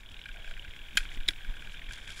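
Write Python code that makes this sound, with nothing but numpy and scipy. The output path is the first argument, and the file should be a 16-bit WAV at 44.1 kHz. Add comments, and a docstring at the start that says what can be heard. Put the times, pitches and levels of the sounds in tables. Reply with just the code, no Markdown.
"""Freehub ticking on a mountain bike that coasts down a forest trail; two pawls drop into each tooth.
Tyres roll over dirt, dry leaves and roots and snap twigs. Loose parts rattle on bumps and clack twice,
ringing the plastic case of the rider's camera and a smaller fitting; the frame knocks dully.
Air and jolts buffet the microphone."""
import sys
import numpy as np
from scipy import signal
from scipy.fft import rfft, irfft, next_fast_len
from scipy.io import wavfile
from scipy.ndimage import map_coordinates

SR = 44100
rng = np.random.default_rng(int(sys.argv[2]) if len(sys.argv) > 2 else 0)


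def inscribe(sig):
    """Save sig as 16-bit PCM at rate SR to the path in sys.argv[1].

    A 1-D sig is mono; a 2-D sig holds one channel per row.
    Samples are clipped to [-1, 1] before scaling.
    """
    pcm = np.round(np.clip(np.atleast_2d(sig).T, -1, 1) * 32767)
    wavfile.write(sys.argv[1], SR, pcm.astype(np.int16))


N = 97020

# tyres on dirt, envelope: t/s, relative level/dB
DIRT_ENVELOPE = [(0.0, -61), (0.28, -55.5), (2.2, -54)]
# dirt spectrum: f/Hz, relative level/dB
DIRT_SPECTRUM = [(250, -13.5), (1200, -14.5), (1600, 3.5), (1980, -7), (2350, 3.5), (2750, -13),
                 (3300, 4.5), (3750, -7), (4300, -26), (9000, -57), (15000, -78)]
# leaf crunch, envelope: t/s, relative level/dB
LEAF_ENVELOPE = [(0.0, -70), (2.0, -66.5), (2.2, -54.5)]
# leaf and twig spectrum: f/Hz, relative level/dB
LEAF_SPECTRUM = [(600, -12.5), (1500, 3), (5600, 3.5), (6400, 0), (7200, 4.5), (8300, -4.5), (10300, -3),
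                 (15500, -30)]
# tread scraping through leaves: t/s, length/s, relative level/dB
LEAF_SCRAPES = [(.44, 0.093, -65), (1.0, 0.065, -59), (1.10, 0.07, -57.5), (1.885, 0.13, -58.5),
                (2.068, 0.068, -54), (2.16, .07, -55.5)]
# tyres scrubbing bare earth in the bend: t/s, length/s, level/dB
EARTH_SCRUBS = [(.33, .22, -63)]
# earth spectrum: f/Hz, relative level/dB
EARTH_SPECTRUM = [(200, -22), (680, 7), (1300, -34)]
# wheels over roots: t/s, length/s, level/dB
ROOT_RUMBLES = [(.66, 0.043, -60), (1.0, 0.32, -64.5), (1.48, 0.04, -54), (1.54, 0.17, -61),
                (1.78, 0.16, -64.5)]
# rolling drone spectrum: f/Hz, relative level/dB
DRONE_SPECTRUM = [(40, 7), (95, 1), (190, -6.5), (500, -15.5), (1100, -16), (3000, -50), (12000, -100)]
# air buffeting, envelope: t/s, level/dB
WIND_ENVELOPE = [(0, -46), (.3, -44.5), (1.45, -40.5), (2.2, -46.5)]
# buffeting spectrum: f/Hz, relative level/dB
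WIND_SPECTRUM = [(4, -14), (15, -2.5), (28, -8), (60, -29.5), (300, -61.5)]
# pressure thumps from jolts: t/s, peak/dB, half width/s
JOLTS = [(0.313, -33.5, 0.01), (0.688, -38, 0.0045), (0.491, -33, 0.013), (1.003, -28, 0.012),
         (1.201, -23.5, 0.013), (1.497, -25, 0.0088), (1.896, -33, 0.0067)]
# freehub speed: t/s, rate/(teeth/s)
TOOTH_RATE = [(0.03, 34.68), (0.269, 44.2), (0.311, 32.03), (0.475, 47.15), (0.538, 35.09), (0.744, 35.45),
              (0.867, 44.83), (1.076, 35.03), (1.238, 34.6), (1.283, 42.34), (1.477, 30.43), (1.613, 39.25),
              (1.888, 42.73), (2.029, 35.04), (2.2, 32.97)]
# freehub envelope: t/s, relative level/dB
HUB_ENVELOPE = [(0, -48), (.17, -42.5), (.39, -48), (.57, -42), (.88, -47), (1.15, -42), (1.5, -48.5),
                (1.76, -42.5), (2.2, -47.5)]
# contact crack spectrum: f/Hz, relative level/dB
CRACK_SPECTRUM = [(200, -13), (1200, -7), (1500, 8.5), (3800, 3.5), (5300, 0), (6200, -7.5), (7200, -1),
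                  (8400, -8.5), (10300, -4), (15500, -28.5)]
# twigs snapping: t/s, level/dB
TWIG_SNAPS = [(.118, -53.5), (1.9225, -41), (1.9335, -38)]
# camera case modes: f/Hz, relative level/dB, T60/s
CASE_MODES = [(1451, 4, .037), (1622, 4, .046), (1860, -13, .035), (2336, 8, .026), (2495, 6, .021),
              (2810, -15, .035), (3160, -5, .019), (3325, -13, .045), (3574, -10, .015), (4498, -16, .022),
              (7170, -8, .025)]
# small loose fitting, modes: f/Hz, relative level/dB, T60/s
FITTING_MODES = [(1635, -8, .038), (1961, -3, .018), (2335, -3, .032), (3385, 2, .025), (3840, 2, .013),
                 (5269, -13, .019), (6964, -11, .015)]
# light rattles on bumps: t/s, relative level/dB
BUMP_RATTLES = [(0.257, -39), (0.29, -42), (0.3600, -45.5), (0.4445, -46.5), (0.4767, -44), (0.5107, -43),
                (0.5755, -46.5), (0.647, -43.5), (1.0038, -39.5), (1.2085, -44.5), (1.447, -43),
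                (1.539, -47), (1.5673, -46), (1.6220, -43), (1.672, -44), (1.741, -44.5), (1.9085, -41)]
# first clack, on the case: t/s, ring gain/dB, focus/Hz, crack/dB
CASE_CONTACTS = [(.97127, -8, 5400, -31), (.97188, -12.5, 3470, -21), (.97463, -30, 2550, -14),
                 (.97828, -23, 3090, -22.5), (.98665, -48, 7000, -30)]
# second clack, on the fitting: t/s, ring gain/dB, focus/Hz, crack/dB
FITTING_CONTACTS = [(1.28023, -31, 3980, -36), (1.2844, -19, 5140, -31), (1.28685, -13.5, 3860, -23),
                    (1.28874, -22, 2200, -25), (1.30734, -39, 2860, -38)]
# frame knocks: t/s, level/dB
FRAME_KNOCKS = [(.953, -43), (1.168, -50), (1.284, -41)]
# frame spectrum: f/Hz, relative level/dB
FRAME_SPECTRUM = [(90, 0), (170, -6), (290, -0.5), (450, -12.5), (1500, -28)]


def amp(db):
    """dB to gain."""
    return 10 ** (np.asarray(db) / 20)


def unit(x):
    """Scale to rms 1."""
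    return x / np.sqrt(np.mean(x ** 2) + 1e-20)


def curve(rows):
    """One value per sample from (t/s, value) rows."""
    return np.interp(np.arange(N) / SR, *np.transpose(rows))


def wobble(rate_hz):
    """Smooth curve through random knots."""
    knots = rng.standard_normal(int(N * rate_hz / SR) + 4)
    return map_coordinates(knots, [np.arange(N) * rate_hz / SR])


def colour(x, spectrum):
    """Minimum-phase filter; white noise keeps its power."""
    size = next_fast_len(N + SR // 4) * 2
    hz, db = np.transpose(spectrum)
    bins_hz = np.fft.rfftfreq(size, 1 / SR)
    gain = unit(amp(np.interp(np.log(bins_hz + 1), np.log(hz + 1), db)))
    cepstrum = irfft(np.log(gain + 1e-6), size)
    cepstrum[1:size // 2] *= 2
    cepstrum[size // 2 + 1:] = 0
    return irfft(rfft(x, size) * np.exp(rfft(cepstrum)), size)[:N]


def butterworth(x, order, cutoff_hz, kind):
    """Low- or high-pass."""
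    return signal.sosfilt(signal.butter(order, cutoff_hz, kind, fs=SR, output="sos"), x)


def add(track, at_s, sound):
    """Mix a sound into the track."""
    i = int(np.clip(round(at_s * SR), 0, N))
    track[i:i + len(sound)] += sound[:N - i]


def fade(t, t60_s):
    """Exponential decay."""
    return np.exp(-np.log(1000) * t / t60_s)


def gritty(spectrum, grain_db, grain_rate_hz=700):
    """Coloured noise in tiny clumps, rms 1."""
    return unit(colour(rng.standard_normal(N) * amp(grain_db * wobble(grain_rate_hz)), spectrum))


def swells(rows, edge_s=.011):
    """Sum of trapezoid gains."""
    t = np.arange(N) / SR
    return sum(amp(db) * np.clip(np.minimum(t - at_s, at_s + length_s - t) / edge_s, 0, 1)
               for at_s, length_s, db in rows)


def bursts(rows, spectrum, t60_s):
    """Decaying puffs of coloured noise."""
    out, t = np.zeros(N), np.arange(SR // 6) / SR
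    for at_s, db in rows:
        add(out, at_s, amp(db) * fade(t, t60_s) * rng.standard_normal(len(t)))
    return colour(out, spectrum)


def tyres():
    """Tread grinds dirt, crunches and scrapes leaves, scrubs earth; a low drone swells on roots."""
    dirt_db = curve(DIRT_ENVELOPE) + 1 + 1.2 * wobble(rate_hz=44.85)
    dirt = amp(dirt_db) * gritty(DIRT_SPECTRUM, grain_db=3)
    leaves_db = curve(LEAF_ENVELOPE) + 1.5 + 2.2 * wobble(rate_hz=60.3)
    leaves = amp(leaves_db) * gritty(LEAF_SPECTRUM, grain_db=-2)
    litter = gritty(LEAF_SPECTRUM, grain_db=6) + amp(6.5) * gritty(DIRT_SPECTRUM, grain_db=6)
    scrapes = swells(LEAF_SCRAPES) * litter
    drone_gain = amp(-54.5 + .77 * wobble(rate_hz=25.63)) + swells(ROOT_RUMBLES)
    drone = drone_gain * gritty(DRONE_SPECTRUM, grain_db=.5)
    scrub = swells(EARTH_SCRUBS) * gritty(EARTH_SPECTRUM, grain_db=6)
    return dirt + leaves + scrapes + scrub + drone


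def wind():
    """Low buffeting at the microphone; a pressure dip per jolt."""
    out = amp(curve(WIND_ENVELOPE)) * unit(colour(rng.standard_normal(N), WIND_SPECTRUM))
    for at_s, peak_db, half_width_s in JOLTS:
        u = (np.arange(N) / SR - at_s) / half_width_s
        out -= amp(peak_db) * (1 - u ** 2) * np.exp(-.5 * u ** 2)
    return out


def pawl_ring(centre_hz, t60_s, sigma_hz=460, rise_s=.0013):
    """One pawl drop: a brief ring of narrow-band noise."""
    t = np.arange(1024) / SR
    hz = np.fft.rfftfreq(len(t), 1 / SR)
    envelope = (1 - np.exp(-(t / rise_s) ** 2)) * fade(t, t60_s)
    envelope /= envelope.max()
    band = np.exp(-.5 * ((hz - centre_hz) / sigma_hz) ** 2)
    ring = irfft(rfft(rng.standard_normal(len(t))) * band) * envelope
    return ring * np.linalg.norm(envelope) / np.linalg.norm(ring)


def freehub(t60_s=.013, max_lag_s=.005, jitter_s=.0005, scatter_db=1.7, scatter_hz=260):
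    """Two pawls drop into each tooth, the second later and softer; one faint bright click per tooth."""
    teeth = np.cumsum(curve(TOOTH_RATE)) / SR
    ticks_s = np.interp(np.arange(.11, teeth[-1]), teeth, np.arange(N) / SR)
    rings = np.zeros(N)
    for at_s in ticks_s:
        for lag_s, db, hz in [(0, 0, 2660), (max_lag_s * rng.random(), -4, 3370)]:
            shift_s, shift_db, shift_hz = rng.normal(0, [jitter_s, scatter_db, scatter_hz])
            add(rings, at_s + lag_s + shift_s, amp(db + shift_db) * pawl_ring(hz + shift_hz, t60_s))
    rings = butterworth(rings, order=10, cutoff_hz=3800, kind="low")
    clicks = bursts([(at_s, -14) for at_s in ticks_s], CRACK_SPECTRUM, t60_s)
    clicks = butterworth(clicks, order=2, cutoff_hz=8500, kind="low")
    return amp(curve(HUB_ENVELOPE)) * (rings + clicks)


def twigs():
    """Twigs snap under the tyres."""
    return bursts(TWIG_SNAPS, LEAF_SPECTRUM, t60_s=.023)


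def contacts(rows, part_modes, slope_db_per_oct=12.5):
    """Each contact rings the part, favouring modes near its focus, and adds a crack with a faint tail."""
    rings, cracks, t = np.zeros(N), np.zeros(N), np.arange(SR // 6) / SR
    hz, db, t60_s = np.transpose(part_modes)
    polarity = (-1) ** np.arange(len(hz))[:, None]
    modes = polarity * np.sin(2 * np.pi * hz[:, None] * t) * fade(t, t60_s[:, None])
    crack_envelope = fade(t, t60_s=.009) + amp(-24) * fade(t, t60_s=.14)
    for at_s, ring_db, focus_hz, crack_db in rows:
        loss_db = slope_db_per_oct * np.abs(np.log2(hz / focus_hz))
        add(rings, at_s, amp(ring_db + db - loss_db + rng.standard_normal(len(hz))) @ modes)
        add(cracks, at_s, amp(crack_db) * crack_envelope * rng.standard_normal(len(t)))
    bright_rings = butterworth(rings, order=3, cutoff_hz=1210, kind="high")  # the rings are thinned below about 1.2 kHz by a gentle high-pass
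    return bright_rings + colour(cracks, CRACK_SPECTRUM)


def rattles(focus_hz=1720, crack_offset_db=-6):
    """Loose parts tap on bumps and ring the case."""
    return contacts([(at_s, db, focus_hz, db + crack_offset_db) for at_s, db in BUMP_RATTLES], CASE_MODES)


def frame_knocks():
    """Dull knocks of the bike frame."""
    return bursts(FRAME_KNOCKS, FRAME_SPECTRUM, t60_s=.094)


def clacks():
    """Two clusters of hard contacts: case, then fitting."""
    return contacts(CASE_CONTACTS, CASE_MODES) + contacts(FITTING_CONTACTS, FITTING_MODES)


def scene():
    """All sources at one microphone."""
    return (tyres() + wind() + freehub() + twigs() + rattles() + frame_knocks() + clacks())[None]


def record(dry):
    """Camera band limit."""
    size = next_fast_len(N + SR // 2)
    bins_hz = np.fft.rfftfreq(size, 1 / SR)
    return irfft(rfft(dry, size) * (bins_hz < 15700), size)[..., :N]


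dry = scene()
out = record(dry)
inscribe(out)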